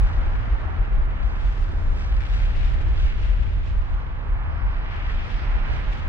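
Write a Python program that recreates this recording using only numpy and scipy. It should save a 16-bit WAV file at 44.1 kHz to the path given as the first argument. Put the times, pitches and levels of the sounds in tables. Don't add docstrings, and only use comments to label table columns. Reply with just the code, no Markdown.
import sys
import numpy as np
from scipy import signal
from scipy.fft import rfft, irfft, next_fast_len
from scipy.io import wavfile
from scipy.ndimage import uniform_filter1d

SR = 44100
rng = np.random.default_rng(int(sys.argv[2]) if len(sys.argv) > 2 else 0)


def generate_wav(signal):
    frames = np.transpose(np.atleast_2d(signal))
    scaled = np.clip(frames, -1, 1) * 32767
    pcm = np.round(scaled).astype(np.int16)
    wavfile.write(sys.argv[1], SR, pcm)


N = 268343
LEN = next_fast_len(N)
TIME_S, HZ = np.arange(LEN) / SR, np.fft.rfftfreq(LEN, 1 / SR)

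# peak_s, level_db, width_s
RUMBLE_SWELLS = [(0.02, -11, 0.07), (0.175, -16.5, 0.05), (0.3, -20.5, 0.25), (0.541, -12.5, 0.044),
                 (0.809, -14, 0.028), (1.01, -16, 0.18), (1.24, -16.5, 0.058), (1.467, -18, 0.14),
                 (1.613, -18, 0.058), (1.768, -20.5, 0.028), (1.897, -18, 0.1), (2.154, -17, 0.079),
                 (2.342, -20, 0.058), (2.445, -19.5, 0.094), (2.59, -17.5, 0.06), (2.653, -16, 0.05),
                 (2.735, -16.5, 0.07), (2.835, -17.5, 0.06), (2.912, -15.5, 0.05), (2.99, -20, .06),
                 (3.062, -15.5, 0.055), (3.18, -22, .1), (3.34, -18.5, 0.23), (3.56, -22, 0.18),
                 (3.782, -17, 0.085), (3.931, -19.5, 0.059), (4.337, -21.5, 0.083), (4.491, -22.5, 0.038),
                 (4.67, -15.5, 0.058), (4.784, -21.5, 0.045), (5.136, -22, 0.17), (5.352, -21, 0.031),
                 (5.556, -17, 0.14), (5.72, -15.5, 0.04), (5.88, -18.5, 0.066), (6.08, -27.5, 0.079)]
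# time_s, upper_rumble_db, growl_db, roar_db, hollow_lift_db, left_over_right_db
ERUPTION_SWELL = [(0.0, -24.5, -40, -38, 0.5, 3), (0.37, -26.5, -41, -39, -1, 2),
                  (0.7, -26, -42, -38, -1, -0.5), (0.95, -30.5, -41.5, -40.5, -2.5, -0.5),
                  (1.3, -28.5, -43.5, -40.5, 0.5, 0), (1.57, -29, -43, -42, -0.5, 1.5),
                  (1.93, -25.5, -42, -42, -1, -1), (2.45, -29, -45, -40.5, -4.5, 0),
                  (2.7, -22.5, -42, -43.5, -1, 0.5), (2.88, -25, -40.5, -43, -1.5, 0.5),
                  (3.09, -27.5, -43, -43, -1.5, 0), (3.65, -24.5, -44.5, -47, 0, 0),
                  (3.95, -28.5, -47, -42.5, 2, -0.5), (4.2, -32.5, -43.5, -45, 3.5, -1.5),
                  (4.42, -27.5, -45.5, -40.5, 0.5, -0.5), (4.6, -28, -44.5, -40.5, 2.5, -1),
                  (4.8, -33.5, -45, -41.5, 2.5, -1.5), (4.99, -31, -45, -40.5, 0.5, 1),
                  (5.26, -30, -43.5, -40.5, -1.5, -0.5), (5.4, -28.5, -43, -40, -2, 1),
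                  (5.49, -29, -44.5, -39.5, 2.5, -0.5), (5.7, -29.5, -42.5, -37.5, -1.5, -1),
                  (5.85, -31, -42.5, -40, -1.5, -1.5), (6.08, -27, -42, -39.5, 0.5, 0.5)]
# time_s, throb_db, hollow_hz
THROB_AND_HOLLOW = [(0.0, -39, 1000), (0.6, -41, 1100), (1.2, -40.5, 1063), (1.9, -41.5, 954),
                    (2.35, -42, 1066), (2.65, -33.5, 1150), (3.0, -40.5, 1000), (3.35, -40, 1050),
                    (3.75, -39, 1150), (4.0, -41, 990), (4.3, -40, 1210), (4.55, -39, 1050),
                    (4.8, -41.5, 860), (5.1, -40.5, 1150), (5.5, -39.5, 1100), (6.08, -35, 1050)]
# frequency_hz, relative_db
DEEP_RUMBLE_TONE = [(10, -39), (16, -17), (26, -2.5), (40, 3), (50, -1.5), (62, -16), (80, -30.5)]
UPPER_RUMBLE_TONE = [(45, -10.5), (62, -3), (80, -3.5), (100, -8.5), (120, -15)]
THROB_TONE = [(85, -19), (105, -4), (125, -0.5), (150, -4.5), (190, -14.5), (230, -29.5)]
GROWL_TONE = [(130, -23), (180, -2.5), (260, -7.5), (340, -10), (480, -12.5), (700, -17)]
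ROAR_TONE = [(380, -20), (550, -5.5), (850, -0.5), (1300, -0.5), (1700, -3.5), (2400, -11.5), (3500, -35)]
# time_s, left_db, right_db, wide_db, tilt_db_per_octave
WASH_SWELL = [(0.0, -54, -56.5, -46, 6), (0.46, -49, -51.5, -53.5, 1.5), (0.75, -51, -52, -52, 0),
              (1.0, -52.5, -53.5, -53.5, -0.5), (1.2, -53, -54.5, -51, -2), (1.3, -60, -57, -51.5, 1),
              (1.46, -51.5, -55.5, -51, 3.5), (1.62, -52, -54, -53.5, 6), (1.9, -55.5, -56, -52, 6),
              (2.15, -53, -62, -49, 4), (2.4, -50, -51.5, -45, 4), (2.62, -45.5, -47.5, -51.5, -0.5),
              (2.8, -47, -48, -51.5, 1), (2.93, -48, -47, -50, 1.5), (3.1, -49, -46.5, -48.5, 1),
              (3.5, -48.5, -52, -52.5, 2), (3.9, -54.5, -53, -56.5, 1), (4.3, -55.5, -59, -52, -1.5),
              (4.65, -54, -59.5, -50.5, -4), (4.9, -48.5, -47.5, -45, -3), (5.1, -46, -46.5, -45.5, -3),
              (5.3, -44.5, -45, -47.5, 1), (5.47, -45.5, -44, -49, -2), (5.63, -48, -42, -48, -3),
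              (5.8, -48.5, -43, -47.5, 0), (6.08, -48.5, -50, -49, 1.5)]
# peak_s, side, rise_db, decay_s
SPLASHES = [(1.241, "wide", 3.5, 0.18), (1.414, "left", 3, 0.1), (1.464, "right", 4.5, .12),
            (1.571, "left", 1, 0.091), (2.004, "wide", 4.5, 0.092), (2.226, "left", 2.5, 0.05),
            (2.329, "left", 3, 0.12), (2.402, "wide", 1.5, 0.15), (2.352, "right", 0.5, .08),
            (2.624, "left", 4.5, 0.16), (2.662, "right", 4, 0.08), (2.651, "wide", 5, 0.054),
            (3.015, "wide", 5.5, 0.098), (3.24, "left", 4.5, 0.087), (3.217, "wide", 2, 0.073),
            (3.683, "right", 5, 0.067), (3.504, "left", 1, .06), (3.926, "wide", 3, 0.087),
            (4.913, "left", 3, .04), (5.106, "wide", 2, 0.12), (5.725, "wide", 5, .07),
            (5.935, "left", 5, 0.073)]
# time_s, fizz_db, sizzle_db
SPRAY_SWELL = [(0, -81, -95.5), (1.1, -81.5, -97), (1.28, -80, -89), (1.45, -76, -81), (1.7, -76, -83),
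               (1.9, -77, -78), (2.1, -74, -75), (2.35, -77, -76), (2.6, -78, -77.5), (2.8, -79, -90),
               (3.5, -80, -91.5), (4.4, -84, -100), (4.52, -68, -100), (4.85, -66.5, -96), (4.95, -67, -93),
               (5.2, -65, -93), (5.28, -57.5, -89), (5.42, -59, -89), (5.6, -66.5, -98), (6.08, -69, -93)]
# peak_s, relative_db, left_over_right_db, scattered_share (0-1)
DROP_HITS = [(1.996, -40, 3.5, 0), (2.008, -39.5, -1, 0.1), (2.024, -39, -1, .2), (2.042, -41.5, 1.5, .1),
             (2.125, -38.5, -0.5, .1), (2.143, -40.5, 0.5, .1), (2.168, -37.5, 0, 0.1),
             (2.207, -37.5, 5, 0.7), (2.213, -40, 6.5, .6), (2.222, -39.5, 7, .6), (2.230, -40.5, 6, .6),
             (2.237, -38.5, 9.5, .8), (2.253, -39, 3, .7), (2.258, -39.5, 5, .6), (2.266, -38.5, 2.5, 0.6),
             (2.299, -40, 5.5, .6), (2.308, -41, 0.5, .4), (2.337, -39, 2.5, .8), (2.378, -42, 2.5, 0.7),
             (2.393, -41.5, 5, .6), (2.402, -42, 5, .6), (2.422, -43.5, 6.5, .5), (2.434, -41, 6, .5),
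             (2.441, -42.5, 6, .5), (3.039, -40.5, 0.5, 0.2), (3.054, -40.5, -1, .1),
             (3.083, -39.5, -6, .1), (3.125, -40, 6, 0.2), (3.236, -43.5, 8.5, .6), (3.247, -43.5, 8.5, .6),
             (3.292, -44, 4.5, 0.3), (3.335, -41, 8, .2), (5.73, -38, -2, .1), (5.931, -44.5, 6, .5)]
# frequency_hz, relative_db
FOAM_TONE = [(900, -27.5), (1400, 0.5), (1900, 2), (2400, 0.5), (3100, -3), (4100, -12), (5400, -20),
             (7100, -29), (9400, -43), (11500, -50), (13000, -57.5), (16000, -65)]
FIZZ_TONE = [(3000, -21), (3800, -2.5), (5200, -0.5), (5800, -10.5), (6300, -37.5)]
SIZZLE_TONE = [(6500, -15.5), (8000, -5), (11000, -7.5), (12500, -17), (14500, -35)]
DROP_TONE = [(900, -16.5), (1600, 2), (2400, 2.5), (3500, -7), (5500, -19), (8000, -31), (12000, -59.5)]
# frequency_hz, likeness (0-1), left_lead_rad, left_over_right_db
MIC_PAIR = [(16, 0.96, 0.5, -3.5), (25.7, 0.81, 0.06, -1.5), (36, 0.8, -0.5, -0.5), (47, 0.77, -1.0, 0.5),
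            (61, 0.7, 1.08, 5.5), (80.4, 0.7, 1.0, 2), (97, 0.12, 1, -4.5), (193, 0.08, -2, -6),
            (386, 0.12, -1.7, -8.5), (770, 0.5, -1.43, -8), (1320, 0.33, -1.87, -2.5), (2350, 0.3, -2.5, 1),
            (4100, 0.4, -2.5, 0.5), (7000, 0.6, -2.5, 0.5)]


def undb(db):
    return 10 ** (np.asarray(db) / 20)


def unit(x):
    return x / np.sqrt(np.mean(x ** 2))


def pan(left_over_right_db):
    return undb(np.vstack([left_over_right_db, -left_over_right_db]) / 2)


def over_time(table):
    time_s, *columns = np.transpose(table)
    return [np.interp(TIME_S, time_s, column) for column in columns]


def over_hz(table, column=1):
    columns = np.transpose(table)
    return np.interp(np.log(HZ + 1), np.log(columns[0]), columns[column])


def colour(tone):
    return undb(over_hz(tone)) * (HZ > tone[0][0]) * (HZ < tone[-1][0])


def band(pivot_hz, octave):
    offset = np.log2((HZ + 1) / pivot_hz) - octave
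    return np.cos(np.pi * np.clip(offset, -.5, .5)) ** 2


def flicker(rate_hz):
    hold = int(SR / rate_hz)
    steps = np.repeat(rng.standard_normal(LEN // hold + 1), hold)
    return unit(uniform_filter1d(uniform_filter1d(steps, hold), hold)[:LEN])


def even_out(x, amount):
    swell = np.abs(signal.hilbert(x))
    return unit(x / (swell + .7 * swell.mean()) ** amount) * x.std()


def at_mics(spectrum):
    lead_rad, balance_db = over_hz(MIC_PAIR, 2), over_hz(MIC_PAIR, 3)
    turn = np.exp(.5j * lead_rad) * undb(balance_db / 2)
    return np.array([spectrum * turn, spectrum / turn])


def diffuse_noise(tone, even=0.):
    common, *own = rfft(rng.standard_normal((3, LEN)))
    likeness, balance_db = over_hz(MIC_PAIR), over_hz(MIC_PAIR, 3)
    shared = np.sqrt(likeness) * at_mics(common)
    separate = np.sqrt(1 - likeness) * pan(balance_db) * own
    left, right = irfft(colour(tone) * (shared + separate), LEN)
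    mid, side = even_out(left + right, even), even_out(left - right, even)
    return unit(np.array([mid + side, mid - side]))


def deep_rumble(bed_db=-29.5):
    power = sum(undb(2 * level_db) * np.exp(-(2 * (TIME_S - peak_s) / width_s) ** 2)
                for peak_s, level_db, width_s in RUMBLE_SWELLS)
    return np.sqrt(power + undb(2 * bed_db)) * diffuse_noise(DEEP_RUMBLE_TONE, even=0.73)


def hollow_band(roar, centre_hz, pivot_hz=1000, width_octaves=0.43):
    spectrum, hollow = rfft(roar), 0
    for octave in np.arange(-1, 1.1, .5):
        weight = np.exp(-((np.log2(centre_hz / pivot_hz) - octave) / width_octaves) ** 2)
        hollow += weight * irfft(spectrum * band(pivot_hz, octave), LEN)
    return hollow


def eruption(rumble_top_hz=122):
    upper_db, growl_db, roar_db, lift_db, pan_db = over_time(ERUPTION_SWELL)
    throb_db, hollow_hz = over_time(THROB_AND_HOLLOW)
    rumble = deep_rumble() + undb(upper_db) * diffuse_noise(UPPER_RUMBLE_TONE, even=0.4)
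    rumble_lowpass = 1 / np.sqrt(1 + (HZ / rumble_top_hz) ** 6)
    rumble = irfft(rfft(rumble) * rumble_lowpass, LEN)
    throb = undb(throb_db) * diffuse_noise(THROB_TONE, even=0.2)
    growl = undb(growl_db + 0.7 * flicker(9)) * diffuse_noise(GROWL_TONE)
    roar = undb(roar_db + 0.28 * flicker(16)) * diffuse_noise(ROAR_TONE)
    hollow = (undb(lift_db) - 1) * hollow_band(roar, hollow_hz)
    return rumble + throb + pan(pan_db) * (growl + roar + hollow)


def wash(side, swell_db, tilt_db, grain_db, surge, bubble_db):
    pivot_hz, bubbles_per_s = 2760, 120
    rise_db = splashes(side)
    level_db = swell_db + rise_db
    bright_db = tilt_db + 0.83 * rise_db
    depth_db = np.clip(grain_db + surge * (level_db - level_db.mean()), 0, 6)
    lumps = undb(depth_db * (flicker(220) + 0.35 * flicker(50)))
    foam = unit(rng.standard_normal(LEN) * lumps)
    tone = colour(FOAM_TONE)
    tone /= irfft(rfft(foam) * tone, LEN).std()
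    water = 0
    for octave in np.arange(-2, 3, .5):
        pops = rng.random(LEN) < bubbles_per_s * 2 ** octave / SR
        bubbles = undb(bubble_db) * unit(pops * rng.uniform(-1, 1, LEN) * lumps)
        spectrum = band(pivot_hz, octave) * tone * rfft(foam + bubbles)
        if side == "wide":
            spectrum = at_mics(spectrum)
        band_db = level_db + bright_db * np.clip(octave, -0.4, 1.4) + 0.6 * flicker(21)
        water += undb(band_db) * irfft(spectrum, LEN)
    return water


def spray():
    fizz_db, sizzle_db = over_time(SPRAY_SWELL)
    fizz = undb(fizz_db + 1.2 * flicker(30)) * diffuse_noise(FIZZ_TONE)
    sizzle = undb(sizzle_db + 1.5 * flicker(40)) * diffuse_noise(SIZZLE_TONE)
    return fizz + sizzle


def splashes(side, attack_share=0.67):
    total_db = 0
    for peak_s, splash_side, rise_db, decay_s in SPLASHES:
        if splash_side == side:
            width_s = np.where(TIME_S < peak_s, attack_share * decay_s, decay_s)
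            total_db += rise_db * np.exp(-((TIME_S - peak_s) / width_s) ** 2)
    return total_db


def drops(decay_s=0.001, gain_db=3.5):
    common, *own = np.sign(rng.standard_normal((3, LEN)))
    offsets = np.arange(-600, 600)
    envelope = np.exp(-np.abs(offsets) / SR / decay_s)
    bursts = np.zeros((2, LEN))
    for peak_s, relative_db, pan_db, scattered in DROP_HITS:
        at = int(peak_s * SR) + offsets
        grit = np.sqrt(1 - scattered) * common[at] + np.sqrt(scattered) * np.array(own)[:, at]
        bursts[:, at] += undb(relative_db) * pan(pan_db) * envelope * grit
    tone = at_mics(unit(colour(DROP_TONE)))
    return undb(gain_db) * irfft(tone * rfft(bursts), LEN)


def scene():
    left_db, right_db, wide_db, tilt_db = over_time(WASH_SWELL)
    left = wash("left", left_db, tilt_db, grain_db=2.0, surge=0.048, bubble_db=-9.0)
    right = wash("right", right_db, tilt_db, grain_db=1.0, surge=0.035, bubble_db=-8.0)
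    wide = wash("wide", wide_db, tilt_db, grain_db=1.5, surge=0.04, bubble_db=-6.0)
    return (eruption() + np.array([left, right]) + wide + drops() + spray())[:, :N]


def record(dry):
    hiss_db, top_hz = -92, 15700
    hiss = undb(hiss_db) * rng.standard_normal(dry.shape)
    lowpass = signal.ellip(8, .2, 70, top_hz, fs=SR, output="sos")
    return signal.sosfilt(lowpass, dry + hiss)


dry = scene()
out = record(dry)
generate_wav(out)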